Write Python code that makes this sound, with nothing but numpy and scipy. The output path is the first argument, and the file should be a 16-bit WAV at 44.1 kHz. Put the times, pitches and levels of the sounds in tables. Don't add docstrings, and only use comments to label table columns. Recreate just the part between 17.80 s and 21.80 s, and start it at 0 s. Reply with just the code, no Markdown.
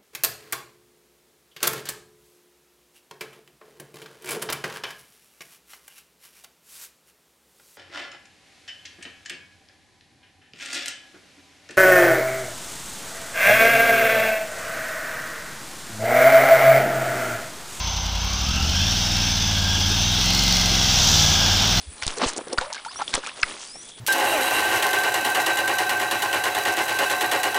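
import sys
import numpy as np
from scipy import signal
from scipy.fft import rfft, irfft, next_fast_len
from scipy.io import wavfile
from scipy.ndimage import uniform_filter1d, map_coordinates

SR = 44100
rng = np.random.default_rng(int(sys.argv[2]) if len(sys.argv) > 2 else 0)


def to_wav(sig):
    pcm = np.clip(np.atleast_2d(sig), -1, 1) * 32767
    pcm = np.round(pcm).astype(np.int16)
    wavfile.write(sys.argv[1], SR, pcm.T)


N = 176400


def amp(db):
    return 10 ** (np.asarray(db) / 20)


def unit(x):
    return x / np.sqrt(np.mean(x ** 2) + 1e-20)


def along(points, hz):
    pitches, values = np.transpose(points)
    return np.interp(np.log(hz + 1), np.log(pitches + 1), values)


def clock():
    return np.arange(N) / SR


def curves(rows):
    times, *columns = np.transpose(rows)
    return [np.interp(clock(), times, column) for column in columns]


def wobble(rate):
    return map_coordinates(rng.standard_normal(N // 8), [clock() * rate + 2], mode="wrap")


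def filtered(x, response):
    size = next_fast_len(N + 8192)
    return irfft(rfft(x, size) * response(np.fft.rfftfreq(size, 1 / SR)), size)[:N]


def noise(colour):
    return unit(filtered(rng.standard_normal(N), lambda hz: amp(along(colour, hz))))


def fuzzy(turns, width_hz):
    angle = 2 * np.pi * turns
    return unit(wobble(width_hz) * np.cos(angle) + wobble(width_hz) * np.sin(angle))


def bump(cycle, place, width):
    offset = (cycle - place + .5) % 1 - .5
    return np.exp(-.5 * (offset / width) ** 2)


def patchy(x, depth_db):
    bands = signal.stft(x, nperseg=1024)[2]
    swells = uniform_filter1d(rng.standard_normal(bands.shape), 3, axis=0)
    swells = uniform_filter1d(swells, 12, axis=1)
    return signal.istft(bands * amp(depth_db * unit(swells)), nperseg=1024)[1][:N]


# time_s, level_db
ROAD_LEVEL = [(0, -35.5), (1, -33), (2, -33), (2.8, -30), (3.4, -27.5), (4, -26.5)]
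# pitch_hz, gain_db
ROAD_COLOUR = [(20, 4), (100, -4), (280, -3.5), (400, -7), (520, -6.5), (640, -2), (790, 4), (1100, -3),
               (1450, -0.5), (1900, -11.5), (4000, -2.5), (8000, -29), (15000, -36)]

def road(gust_db=0.5):
    level_db, = curves(ROAD_LEVEL)
    return amp(level_db + gust_db * wobble(16)) * noise(ROAD_COLOUR)


# start_s, level_db
THUDS = [(.85, -34), (1.97, -32), (2.1, -30), (2.379, -33), (2.55, -35), (2.83, -34), (2.908, -31.5),
         (2.962, -31.5), (3.668, -33), (3.822, -33)]
# pitch_hz, gain_db
THUD_COLOUR = [(60, -27), (200, -13), (290, 0.5), (370, 0), (520, -10.5), (900, -45), (3000, -62)]

def thuds(rise_s=0.0044, decay_s=0.025):
    level = np.zeros(N)
    for start_s, db in THUDS:
        age_s = np.maximum(clock() - start_s, 0)
        level += amp(db) * (1 - np.exp(-age_s / rise_s)) * np.exp(-age_s / decay_s)
    return level * noise(THUD_COLOUR)


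# time_s, firing_hz, engine_db, turbo_hz, turbo_db
VAN_ENGINE = [(2.8, 49.92, -55, 10000, -85), (3.0, 55.74, -44, 10600, -65),
              (3.18, 66.96, -32.5, 11400, -55), (3.35, 74.75, -30, 13200, -45),
              (3.52, 77.1, -30.5, 14600, -51), (3.68, 75.7, -39, 14600, -61), (3.85, 73.5, -33, 14650, -48),
              (4, 72, -54, 14800, -51)]
VAN_TONES = [1, 1, -11, -19, -20, -22, -14, -27]
# pitch_hz, gain_db
VAN_COLOUR = [(60, -22), (300, -9), (700, -6), (1300, -14), (2000, -21), (3500, 4), (5000, 5), (6300, 7.5),
              (7500, -4.5), (9000, -17.5), (12000, -18), (15000, -13)]

def van(closest_s=3.32, swell_s=0.15, roar_db=-20, clatter_db=2.5):
    firing_hz, engine_db, turbo_hz, turbo_db = curves(VAN_ENGINE)
    phase = 2 * np.pi * np.cumsum(firing_hz) / SR
    nearness = 1 / np.hypot(1, (clock() - closest_s) / swell_s)
    roar = amp(roar_db + clatter_db * np.cos(phase)) * nearness ** 1.12 * noise(VAN_COLOUR)
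    drone = sum(amp(db + 1.3 * wobble(9.1)) * np.sin(k * phase) for k, db in enumerate(VAN_TONES, 1))
    turbo = fuzzy(np.cumsum(turbo_hz) / SR, width_hz=250)
    return roar + amp(engine_db) * drone + amp(turbo_db) * turbo


# start_s, end_s, level_db
WHISTLES = [(-.05, 0.237, -35.5), (.4, 0.797, -35.5), (1.153, 1.226, -32), (1.44, 1.733, -33),
            (1.945, 2.154, -33), (2.177, 2.31, -28.5)]

def whistle(cycle_hz, cycle, pitch_hz=6161, fade_s=0.031, rest_db=-48.5, waver_db=1.5, overtone_db=-66):
    t = clock()
    level = amp(rest_db)
    for start_s, end_s, db in WHISTLES:
        inside_s = np.minimum(t - start_s, end_s - t)
        level = level + amp(db) * np.clip(inside_s / fade_s + .5, 0, 1)
    shake_radians = 0.29 * (cycle_hz[0] / cycle_hz) ** 2 * (np.sin(4 * np.pi * cycle) + wobble(130))
    phase = 2 * np.pi * pitch_hz * t + shake_radians
    return level * amp(waver_db * wobble(38.8)) * np.sin(phase) + amp(overtone_db) * np.sin(2 * phase)


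# place_fraction, gain_db
VALVE_TICKS = [(0.87, 3.5), (0.18, -6), (0.53, -2)]
# time_s, level_db
TICK_LEVEL = [(0, -35.5), (.8, -32.5), (1.3, -31), (2.3, -34), (2.5, -21), (2.8, -21), (2.95, -35),
              (4, -25)]
# pitch_hz, gain_db
TICK_COLOUR = [(300, -10), (1000, -22), (2500, -3), (4000, 7), (6000, 3), (8000, -8.5), (12000, -16.5),
               (15200, -8)]

def valves(cycle_hz, cycle, early_s=0.006, scatter_db=1):
    level_db, = curves(TICK_LEVEL)
    tick_cycle = cycle + early_s * cycle_hz
    bursts = sum(amp(db) * bump(tick_cycle, place, width=0.045) for place, db in VALVE_TICKS)
    return amp(level_db + scatter_db * wobble(300)) * bursts * noise(TICK_COLOUR)


# teeth_per_cycle, width_hz
GEARS = [(92, 210), (187, 460)]
# time_s, level_db
COARSE_LEVEL = [(0, -43), (.35, -47.5), (.6, -43), (.78, -40.5), (.9, -46), (.97, -35), (1.05, -41),
                (1.5, -37), (1.9, -39.5), (2.3, -41), (2.6, -36.5), (3.1, -37), (3.6, -37.5), (4, -37)]
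FINE_LEVEL = [(0, -44), (.6, -51), (.78, -34), (.88, -46), (1.02, -33.5), (1.25, -38), (1.8, -35.5),
              (2.1, -36.5), (2.37, -29), (2.5, -34.5), (3, -37), (3.5, -32.5), (4, -33)]
# pitch_hz, gain_db
GEAR_COLOUR = [(800, 1), (980, 4), (1150, 1.5), (1370, 1), (1460, -7), (1610, 7), (1740, -7.5),
               (1880, -7.5), (2100, 1), (2500, 1), (2790, 5), (3000, 2), (3250, 8), (3520, 2), (3720, 4.5),
               (3950, -7.5), (4200, 5)]

def gears(cycle):
    whirr = np.zeros(N)
    for (teeth, width_hz), level_db in zip(GEARS, curves(COARSE_LEVEL) + curves(FINE_LEVEL)):
        whirr += amp(level_db) * fuzzy(teeth * cycle, width_hz)
    return filtered(whirr, lambda hz: amp(along(GEAR_COLOUR, hz)))


# time_s, level_db
RATTLE_LEVEL = [(0, -31), (.4, -30.5), (.8, -27), (1.05, -24), (1.4, -24), (1.9, -25), (2.3, -24),
                (2.6, -21.5), (2.95, -22), (3.5, -20), (3.75, -20.5), (4, -22.5)]
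SIZZLE_LEVEL = [(0, -64), (.5, -57), (.9, -50), (1.2, -41), (1.7, -45), (2.2, -41), (2.6, -38.5),
                (3.1, -39), (3.6, -46), (4, -42)]
# pitch_hz, gain_db
CASING_COLOUR = [(100, -27), (450, -23), (640, -10.5), (790, -11), (1000, -21), (1350, -17), (1580, -3.5),
                 (1830, -15.5), (2100, -8), (2480, -7), (2770, 0), (2950, -1.5), (3250, 2.5), (3550, 0),
                 (4100, -6), (4500, -3), (5000, -0.5), (5600, 2), (6250, -2), (6600, -11), (7100, -12.5),
                 (8000, -21), (10000, -29), (12800, -28.5), (15200, -21)]
SIZZLE_COLOUR = [(3000, -31), (7000, 5), (8000, 3), (9100, 4.5), (10000, 0.5), (11200, -0.5), (12800, -8),
                 (14000, -4), (15200, 3.5)]

def rattle(grit_db=0.97):
    rattle_db, = curves(RATTLE_LEVEL)
    sizzle_db, = curves(SIZZLE_LEVEL)
    clatter = unit(patchy(noise(CASING_COLOUR), depth_db=1.73) * amp(grit_db * wobble(700)))
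    sizzle = patchy(noise(SIZZLE_COLOUR), depth_db=2.5) * amp(2.1 * wobble(90) + 1.1 * wobble(12))
    return amp(rattle_db) * clatter + amp(sizzle_db) * sizzle


PULSES = [(.12, 1), (.5, 1), (.88, 1), (.78, -1)]
# time_s, level_db
EXHAUST_LEVEL = [(0, -33), (.45, -31), (.8, -26.5), (1.0, -28), (1.3, -29.5), (2, -28.5), (2.65, -28.5),
                 (3.1, -29), (3.6, -29.5), (3.85, -28), (4, -27)]
EXHAUST_TONES = [-27, 2, -11.5, -5.5, 1.5, -16.5, -23, -3.5, -15, -11, -9, -20.5, -11.5, -22, -33, -10,
                 -27.5, -23, -25, -28, -22.5, -16, -42, -29]
# pitch_hz, gain_db
PIPE_COLOUR = [(20, -33), (29, -9), (37, -2), (55, 4), (72, 0.5), (88, 5.5), (103, -1.5), (118, -4.5),
               (150, -3), (180, 5), (210, 2.5), (240, -1.5), (295, -3), (380, -13.5), (600, -5)]
PUFF_COLOUR = [(20, -14), (50, -11), (100, 2), (200, 2), (300, -3.5), (420, -10), (650, -14), (1000, -32),
               (3000, -60)]

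def exhaust(cycle_hz, cycle, pulsing, waver_db=0.95, puff_db=-47, puff_sharpness=1.5):
    places, sizes = np.transpose(PULSES)
    throb = np.zeros(N)
    for k, db in enumerate(EXHAUST_TONES, 1):
        start_phase = np.angle(np.sum(sizes * np.exp(-2j * np.pi * k * places)))
        gain = amp(db + along(PIPE_COLOUR, k * cycle_hz) + waver_db * wobble(14))
        throb += gain * np.cos(2 * np.pi * k * cycle + start_phase)
    level_db, = curves(EXHAUST_LEVEL)
    puffs = unit(noise(PUFF_COLOUR) * np.exp(puff_sharpness * pulsing))
    return amp(level_db) * throb + amp(puff_db + level_db - level_db.mean()) * puffs


# time_s, cycle_hz
ENGINE_SPEED = [(0.0, 10.64), (0.4, 10.72), (0.55, 11.98), (0.75, 14.67), (0.88, 14.88), (1.0, 17.35),
                (1.1, 19.75), (1.25, 20.3), (1.5, 19.68), (1.85, 17.99), (2.05, 18.18), (2.4, 21.16),
                (2.62, 23.18), (3.0, 21.5), (3.4, 18.9), (3.65, 18.1), (3.87, 19.39), (4.0, 22.27)]

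def motorcycle(surge_db=0.35):
    cycle_hz, = curves(ENGINE_SPEED)
    cycle = np.cumsum(cycle_hz) / SR
    pulsing = sum(bump(cycle, place, width=0.085) for place, _ in PULSES)
    surge = amp(surge_db * unit(pulsing - pulsing.mean()))
    throb = exhaust(cycle_hz, cycle, pulsing)
    machinery = surge * (rattle() + gears(cycle))
    return throb + machinery + valves(cycle_hz, cycle) + whistle(cycle_hz, cycle)


def scene():
    mono = motorcycle() + thuds() + road() + van()
    return np.array([mono, mono])


def record(dry):
    top_hz = 15400
    return np.array([filtered(channel, lambda hz: hz < top_hz) for channel in dry])


dry = scene()
out = record(dry)
to_wav(out)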